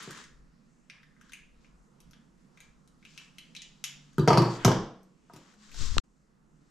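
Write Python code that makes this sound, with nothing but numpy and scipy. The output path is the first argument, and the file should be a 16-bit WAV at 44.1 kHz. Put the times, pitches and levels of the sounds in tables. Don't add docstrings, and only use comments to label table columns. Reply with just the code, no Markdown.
import sys
import numpy as np
from scipy import signal
from scipy.io import wavfile
from scipy.ndimage import map_coordinates

SR = 44100
rng = np.random.default_rng(int(sys.argv[2]) if len(sys.argv) > 2 else 0)


def dump_mix(stems):
    frames = np.atleast_2d(stems).T
    limited = np.clip(frames, -1, 1)
    pcm = np.round(limited * 32767).astype(np.int16)
    wavfile.write(sys.argv[1], SR, pcm)


def gain_from_decibels(decibels):
    exponent = np.asarray(decibels, float) / 20
    return 10 ** exponent


N = 295469


def rms_one(x):
    return x / np.sqrt(np.mean(x ** 2) + 1e-20)


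def in_time(rows, silent_db=-110):
    s, *columns = np.transpose(rows)
    t = np.arange(N) / SR
    return np.array([np.interp(t, s, c, left=silent_db, right=silent_db) for c in columns])


def at_hz(points, hz):
    table_hz, value = np.array(points).T
    return np.interp(np.log(hz), np.log(table_hz), value)


def cut(x, hz, kind, order=2):
    return signal.sosfilt(signal.butter(order, hz, kind, fs=SR, output="sos"), x + 1e-18)


def drift(rate):
    coarse = np.arange(0, N + 32, 32)
    slow = map_coordinates(rng.standard_normal(1500), [coarse * rate / SR], order=3)
    return np.interp(np.arange(N), coarse, slow)


def bands(size, gain, alike):
    out, edges = 0, 62.5 * 2 ** np.arange(0, 8.1, .5)
    white = rng.standard_normal((2, 2, size))
    for k, (low, high) in enumerate(zip(edges, edges[1:])):
        mid, side = cut(white[k % 2], [low, high], "band")
        hz = np.sqrt(low * high)
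        c = np.clip(alike(hz), -1, 1)
        out = out + gain(hz) * (np.sqrt(1 + c) * mid + np.sqrt(1 - c) * side * [[1], [-1]])
    return out


def strike(modes, contact_s, spread_db, rough, detune=0.0054):
    hz, level_db, t60 = np.transpose(modes)[:, :, None]
    t = np.arange(min(SR // 3, 800 + int(t60.max() * SR))) / SR
    luck = rng.standard_normal((2, len(modes), 1))
    phase = 2 * np.pi * hz * (1 + detune * luck[1]) * t
    decay = gain_from_decibels(level_db + spread_db * luck[0] - 60 * t / t60)
    rings = np.sum(decay * np.sin(phase), axis=0)
    contact = (1 - rough + rough * rng.standard_normal(800)) * np.exp(-t[:800] / contact_s)
    out = signal.fftconvolve(rings, contact)[:len(t)]
    return np.pad(out / np.abs(out).max(), (0, SR // 3 - len(t)))


def add(track, s, sound):
    i = round(s * SR)
    track[..., i:i + sound.shape[-1]] += sound[..., :N - i]


def sides(lean_db):
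    return gain_from_decibels(np.array([[.5], [-.5]]) * lean_db)


def swells(rows, rise_db_per_s, fall_db_per_s):
    t = np.arange(N) / SR
    levels = []
    for s, hold, level_db in rows:
        rise_db = rise_db_per_s * np.maximum(s - t, 0)
        fall_db = fall_db_per_s * np.maximum(t - s - hold, 0)
        levels.append(level_db - rise_db - fall_db)
    return np.array(levels)


# (frequency [Hz], level [dB per Hz])
AIR_SPECTRUM = [(35, -47), (60, -19.5), (123, -21.5), (162, 8), (224, -2), (251, -11), (381, -12),
                (551, -25.5), (1130, -20.5), (1830, -28), (2470, -33.5), (3750, -37), (7000, -35),
                (11400, -52), (15000, -64.5)]
# (time [s], level [dB])
AIR_LEVEL = [(0, -61), (.6, -64), (2, -62), (4, -62), (5.9, -65), (6.04, -66.5), (6.7, -63)]
# (frequency [Hz], left-right likeness [0-1])
AIR_ALIKE = [(60, 0.75), (180, 0.74), (550, 0.12), (1650, 0.15), (4970, 0.83), (15000, 0.76)]
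# (frequency [Hz], left minus right [dB])
AIR_LEAN = [(60, -4), (180, -4), (550, -9), (1650, -0.5), (4970, 3), (15000, 2)]
# (start [s], end [s], frequency [Hz], level [dB])
FAR_DRONES = [
    (3.82, 4.17, 145, -60),
    (5.52, 5.72, 211, -60),
    (4.95, 5.2, 185, -62),
]


def room_tone():
    def flicker(hz):
        return gain_from_decibels(at_hz(AIR_SPECTRUM, hz) + 1.9 * drift(6.6)) * sides(at_hz(AIR_LEAN, hz))

    air = bands(N, flicker, lambda hz: at_hz(AIR_ALIKE, hz))
    air = air + 4.2 * cut(air, 140, "high", order=8)
    out = gain_from_decibels(in_time(AIR_LEVEL)[0]) * rms_one(air)
    t = np.arange(N) / SR
    for start, end, hz, level_db in FAR_DRONES:
        swell = np.clip(np.minimum(t - start, end - t) / 0.075, 0, 1)
        level = gain_from_decibels(level_db + 3 + 0.87 * drift(27))
        out += level * swell * np.sin(2 * np.pi * hz * t + .5 * drift(11))
    return out


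# (frequency [Hz], level [dB per Hz])
CLOTH_SPECTRUM = [(200, -6), (370, -2), (700, -17.5), (1270, 3.5), (2400, -5), (4200, -3), (6500, -3),
                  (7800, -11.5), (8800, -18), (12000, -21), (15000, -30.5)]
# (start [s], hold [s], level [dB], brightness [dB])
STROKES = [(0.0, 0.048, -48.5, -1.5), (0.096, 0.036, -51, -3), (0.159, 0.048, -51.5, -2.5),
           (0.96, 0.024, -66.5, -15), (1.25, 0.12, -70.5, -2), (1.628, .03, -80.5, 6),
           (2.4, 0.036, -86.5, 5), (2.608, 0.029, -74.5, 5), (3.1, 0.093, -75, 10.5), (3.19, 0.046, -65, 2),
           (3.37, 0.46, -81, 7), (3.9, 0.52, -75, 3.5), (4.52, .04, -51.5, 1), (4.604, 0.043, -47.5, -9),
           (5.357, 0.17, -66, -1), (5.638, 0.078, -63.5, 2.5), (5.809, 0.056, -50, 8),
           (5.89, 0.067, -53, 5.5)]
# (start [s], end [s])
GAP = (6.0025, 6.0365)


def cloth():
    grain_db = 1.5 * np.minimum(rng.exponential(1, N // 40 + 1), 4)
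    grain = gain_from_decibels(grain_db).repeat(40)[:N]
    rub = bands(N, lambda hz: gain_from_decibels(at_hz(CLOTH_SPECTRUM, hz)), lambda hz: .6) * grain
    strokes = np.array(STROKES)
    strokes_db = swells(strokes[:, :3], rise_db_per_s=183, fall_db_per_s=170)
    dark_db = strokes_db.max(axis=0)
    bright_db = (strokes_db + strokes[:, 3:]).max(axis=0)
    dark = rms_one(cut(rub, [130, 3000], "band", order=3))
    bright = rms_one(cut(rub, [3200, 7600], "band", order=3))
    hiss = rms_one(cut(cut(rub, 8500, "high"), 19000, "high", order=1))
    bright = bright + gain_from_decibels(-20.5) * hiss
    out = gain_from_decibels(dark_db) * dark * sides(1.2) + gain_from_decibels(bright_db) * bright * sides(4.5)
    return out * (np.arange(N) < GAP[0] * SR)


# (frequency [Hz], level [dB], t60 [s])
PART_MIDDLE = [(3300, -1.5, .004), (3800, 0, .005), (4600, -3, .003), (5500, -3.5, .004)]
# (frequency [Hz], level [dB], t60 [s])
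PART_TOP = [(6200, -5, .003), (6800, 0, .006), (8000, -4, .003), (9200, -3, .006), (11300, -6, .004),
            (12500, -12, .003)]
# (time [s], peak [dB], main ring [Hz])
SETTLING = [
    (0.0274, -40, 1355),
    (0.1082, -35, 1704),
    (0.1745, -41.5, 1200),
    (0.2394, -44.5, 1840),
]
# (time [s], peak [dB], main ring [Hz], middle rings [dB], top rings [dB])
TURNING = [(0.8989, -36, 2460, -4.5, -9), (1.0316, -47.5, 1790, -6, -36), (1.1648, -53.5, 1800, -21, -27),
           (1.2121, -46.5, 1670, 1.5, -33), (1.295, -49.5, 1520, -1, -29), (1.3209, -48.5, 1700, 8.5, 2),
           (1.3339, -35, 2500, -14, 0.5), (1.6457, -51, 2470, -18, -15), (2.0038, -54.5, 3900, 1, 5.5),
           (2.1104, -61.5, 1330, 0, 12), (2.1331, -51.5, 1720, 4, -27), (2.574, -47, 2400, -4, -16),
           (2.604, -44, 2370, -1.5, 1), (2.8759, -65, 1310, 9.5, 12.5)]
# (time [s], peak [dB], main ring [Hz], middle rings [dB], top rings [dB])
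PARTING = [
    (3.027, -52, 2240, -8, -22),
    (3.0513, -40.5, 2510, 0, -30),
    (3.1769, -35, 2610, -2, -7.5),
    (3.384, -39, 3100, 5.5, -2),
    (3.5506, -36, 2580, 0, -26),
    (3.5648, -32.5, 3450, -3.5, -11),
    (3.6194, -36, 2890, -2, -2),
    (3.8406, -31, 3040, 9.5, 9),
    (4.1324, -62, 1540, -12.5, 6),
    (5.7162, -49.5, 2710, 2.5, 2.5),
]
# (time [s], left minus right [dB])
HANDS_LEAN = [(0, -1.5), (1.3, 7), (3.1, 5.5), (5.7, 0.5)]


def parts():
    out = np.zeros((2, N))
    settling = [tuple(row) + (-2, -0.5) for row in SETTLING]
    for s, peak_db, hz, middle_db, top_db in settling + list(TURNING) + list(PARTING):
        ring = [(hz, 0, .016), (hz * 1.1, -3, .012), (hz * .7, -9, .016), (hz * .9, -4, .01)]
        main = cut(strike(ring, .00008, spread_db=1.5, rough=.5), [hz * .65, hz * 1.25], "band")
        middle = gain_from_decibels(middle_db) * strike(PART_MIDDLE, .00012, spread_db=1.5, rough=.9, detune=.03)
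        top = gain_from_decibels(top_db) * strike(PART_TOP, .0001, spread_db=2, rough=.9, detune=.02)
        lean_db = np.interp(s, *np.transpose(HANDS_LEAN))
        click = gain_from_decibels(peak_db + 2.0) * (main + middle + top) * sides(lean_db)
        add(out, s, click)
        add(out, s + .006, gain_from_decibels(-15.5) * click)
    return cut(out, 1300, "high", order=4)


# (frequency [Hz], t60 [s])
GARAGE_T60 = [(100, 0.35), (250, 0.52), (1000, 0.5), (2500, 0.5), (5500, 0.45), (11000, 0.18)]
# (frequency [Hz], left-right likeness [0-1])
GARAGE_ALIKE = [(60, 1), (180, 1), (550, 0.94), (1650, 0.79), (4970, 0.7), (15000, 0.22)]


def garage(dry):
    t = np.arange(int(.7 * SR)) / SR

    def dying(hz):
        return gain_from_decibels(-60 * t / at_hz(GARAGE_T60, hz)) * min(1, hz / 400) ** 0.51

    echo = bands(len(t), dying, lambda hz: at_hz(GARAGE_ALIKE, hz))
    build_up = np.clip((t - .0005) / .001, 0, 1)
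    early = 1 + 2.5 * np.exp(-t / .005)
    echo = echo * build_up * early
    echo = echo / np.sqrt(np.sum(echo ** 2) / 2)
    return signal.fftconvolve(dry.mean(axis=0)[None], echo)[:, :N]


# (frequency [Hz], level [dB], t60 [s])
RIBS = [(500, -4, .05), (545, -5, .04), (650, -4, .03), (720, -3, .04), (810, -4, .03), (890, -3, .03),
        (965, -2, .04), (1050, -3, .02), (1130, -2, .03), (1250, -2, .02), (1400, -5, .015)]
# (frequency [Hz], level [dB], t60 [s])
CRACK = [(2200, -4, .003), (2900, -3, .003), (3400, -4, .003), (4100, -3, .003), (4700, -2, .003),
         (5300, -3, .004)]
# (frequency [Hz], level [dB], t60 [s])
SPARKLE = [(6750, -4, .003), (7700, -2, .003), (9200, -9, .003), (11400, -8, .004), (12700, -12, .003)]


def blow(boom, boom_db, knock_db, crack_db, sparkle_db):
    low = gain_from_decibels(boom_db + 3) * strike(boom, .0005, spread_db=1.2, rough=.1)
    ribs = cut(strike(RIBS, .0004, spread_db=3.5, rough=0.9, detune=.03), 1600, "low")
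    crack = gain_from_decibels(crack_db + 6.5) * strike(CRACK, 0.0015, spread_db=0.0, rough=1.0, detune=.05)
    sparkle = gain_from_decibels(sparkle_db + 7) * strike(SPARKLE, 0.0005, spread_db=2.6, rough=1.0, detune=.05)
    return low + gain_from_decibels(knock_db + 6.5) * ribs + crack + sparkle


# (frequency [Hz], level [dB], t60 [s])
SOFT_BOOM = [(165, 0, 0.052), (213, -3, 0.029), (297, 2, 0.039), (373.6, -8.5, .03)]
# (time [s], boom [dB], knock [dB], crack [dB], sparkle [dB])
TAPS = [
    (0.075, -33.5, -50, -57, -68),
    (5.031, -64, -74, -76, -62),
    (5.298, -59, -49.5, -78.5, -73),
    (5.336, -40.5, -53.5, -52.5, -51),
    (5.362, -44, -49, -54.5, -52.5),
    (5.539, -61, -58, -73, -64),
    (5.744, -53, -59.5, -47, -56),
]
# (frequency [Hz], level [dB], t60 [s])
WRENCH_BOOM = [(122.8, -0.5, .2), (145.8, 0, .15), (170, 1, 0.11), (176, -12.5, .08), (213, -3.5, .1),
               (288, 1, 0.041), (338, -5.5, 0.28), (373, -12, 0.082)]
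# (frequency [Hz], level [dB], t60 [s])
STEEL = [(4480, -3, .05), (4560, 0, .06), (4760, -1.5, .04)]
# (time [s], boom [dB], knock [dB], crack [dB], sparkle [dB])
WRENCH = [
    (4.182, -12.5, -30.5, -43.5, -40.5),
    (4.195, -10.5, -36.5, -44, -49.5),
    (4.276, -13.5, -11.5, -26.5, -42),
    (4.282, -13, -15.5, -24.5, -45.5),
    (4.304, -20.5, -14.5, -39.5, -45),
    (4.331, -16, -16, -27, -43),
    (4.374, -13, -14, -25, -32.5),
    (4.38, -8.5, -24.5, -30.5, -35),
    (4.42, -18, -25.5, -39, -46),
    (4.454, -25.5, -29, -44.5, -55),
]
# (frequency [Hz], level [dB], t60 [s])
HEAVY_BOOM = [(126, 2, 0.14), (165, 5.5, 0.049), (226.5, -6.5, 0.079), (334, -7.5, 0.1), (378, -12, 0.096)]
# (time [s], boom [dB], knock [dB], crack [dB], sparkle [dB])
THUMPS = [
    (4.648, -18.5, -15, -24, -18),
    (4.651, -4.5, -16, -33, -22.5),
    (4.679, -11, -17.5, -31, -36),
    (4.716, -23, -24, -33.5, -47),
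]


def table():
    out, t = np.zeros(N), np.arange(SR // 3) / SR
    for s, boom_db, knock_db, crack_db, sparkle_db in WRENCH:
        ring = strike(STEEL, 0.00034, spread_db=-0.5, rough=0.73, detune=.015)
        rattle = cut(rng.standard_normal(len(t)), [1500, 5500], "band", order=1)
        steel = gain_from_decibels(crack_db - 1) * ring
        buzz = gain_from_decibels(crack_db - 23.5) * np.exp(-t / 0.076) * rattle
        add(out, s, blow(WRENCH_BOOM, boom_db, knock_db, crack_db, sparkle_db) + steel + buzz)
    for boom, rows in ((HEAVY_BOOM, THUMPS), (SOFT_BOOM, TAPS)):
        for s, *levels in rows:
            add(out, s, blow(boom, *levels))
    return cut(out, 1800, "low") * sides(.6) - cut(out, 2000, "high") * sides(2.5)


# (start [s], hold [s], level [dB])
PUFFS = [(.12, 0.013, -66), (.3, 0.23, -59.5), (1.29, 0.018, -62), (1.43, 0.17, -61.5), (1.7, .12, -63.5),
         (2.05, 0.13, -63), (2.36, 0.018, -65), (2.6, .25, -65), (3.55, .2, -67.5), (3.97, .03, -66),
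         (4.22, 0.24, -49.5), (4.67, 0.16, -47.5)]
# (time [s], level [dB])
TOUCH = [
    (5.72, -55),
    (5.76, -60),
    (5.82, -36.5),
    (5.87, -48.5),
    (5.95, -47.5),
    (5.985, -29),
    (6.0, -48),
]
# (time [s], peak [dB], frequency [Hz], left minus right [dB])
SNAPS = [
    (5.968, -23.5, 540, -16),
    (5.9818, -10, 4120, 20),
    (5.9825, -10, 3656, -5),
]


def ports():
    shared, *own = rng.standard_normal((3, N))
    own = np.array(own)
    stir = rms_one(cut(cut(shared + 0.5 * own, 55, "low", order=6), 5.4, "high"))
    drag = rms_one(cut(cut(own, 110, "low", order=1), 260, "low"))
    puffs_db = swells(PUFFS, rise_db_per_s=158.5, fall_db_per_s=220).max(axis=0)
    stir_db = np.maximum(puffs_db, -71)
    out = gain_from_decibels(stir_db) * stir + gain_from_decibels(in_time(TOUCH)) * drag

    near_db = swells([(5.82, .14, -21)], rise_db_per_s=256, fall_db_per_s=1500)[0]
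    wobbles_per_s, press_s, press_width_s = 70, 5.982, .011
    wobble = np.tanh(1.3 * drift(wobbles_per_s) + .7 * drift(2.4 * wobbles_per_s))
    press = gain_from_decibels(-15) * np.exp(-((np.arange(N) / SR - press_s) / press_width_s) ** 4)
    out += (gain_from_decibels(near_db) * wobble + press) * [[1], [.1]]

    for s, peak_db, hz, lean_db in SNAPS:
        case = [(hz * .33, -8, .014), (hz * .5, -5, .004), (hz * .75, -3, .004),
                (hz, 0, .005), (hz * 1.4, -6, .003), (hz * 1.85, -3, .003)]
        snap = strike(case, .00006, spread_db=.5, rough=.6)
        snap = cut(snap, [hz * .3, hz * 2.2], "band", order=3)
        add(out, s, gain_from_decibels(peak_db) * snap * sides(lean_db))
    return out


def scene():
    hands, top = parts(), table()
    wet = garage(gain_from_decibels(2.0) * hands + gain_from_decibels(1.5) * top)
    heard = cut(hands + top + wet, 119, "high", order=8)
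    thud = cut(cut(top, 85, "low", order=5), 55, "high", order=3)
    heard = cut(heard + gain_from_decibels(-14.5) * thud, 12800, "low", order=4)
    before_change = np.arange(N) < GAP[1] * SR
    return heard * before_change + cloth() + ports() + room_tone()


def low_pass(x):
    return signal.sosfilt(signal.butter(12, 15880, fs=SR, output="sos"), x)


def record(dry):
    t = np.arange(N) / SR
    fade_out, fade_in = (GAP[0] - t) / .003, (t - GAP[1]) / .002
    kept = np.clip(np.maximum(fade_out, fade_in), .0002, 1)
    rounded = .95 * np.tanh(dry * kept / .95)
    mix = cut(rounded, 15000, "low", order=12)
    return low_pass(mix)


dry = scene()
out = record(dry)
dump_mix(out)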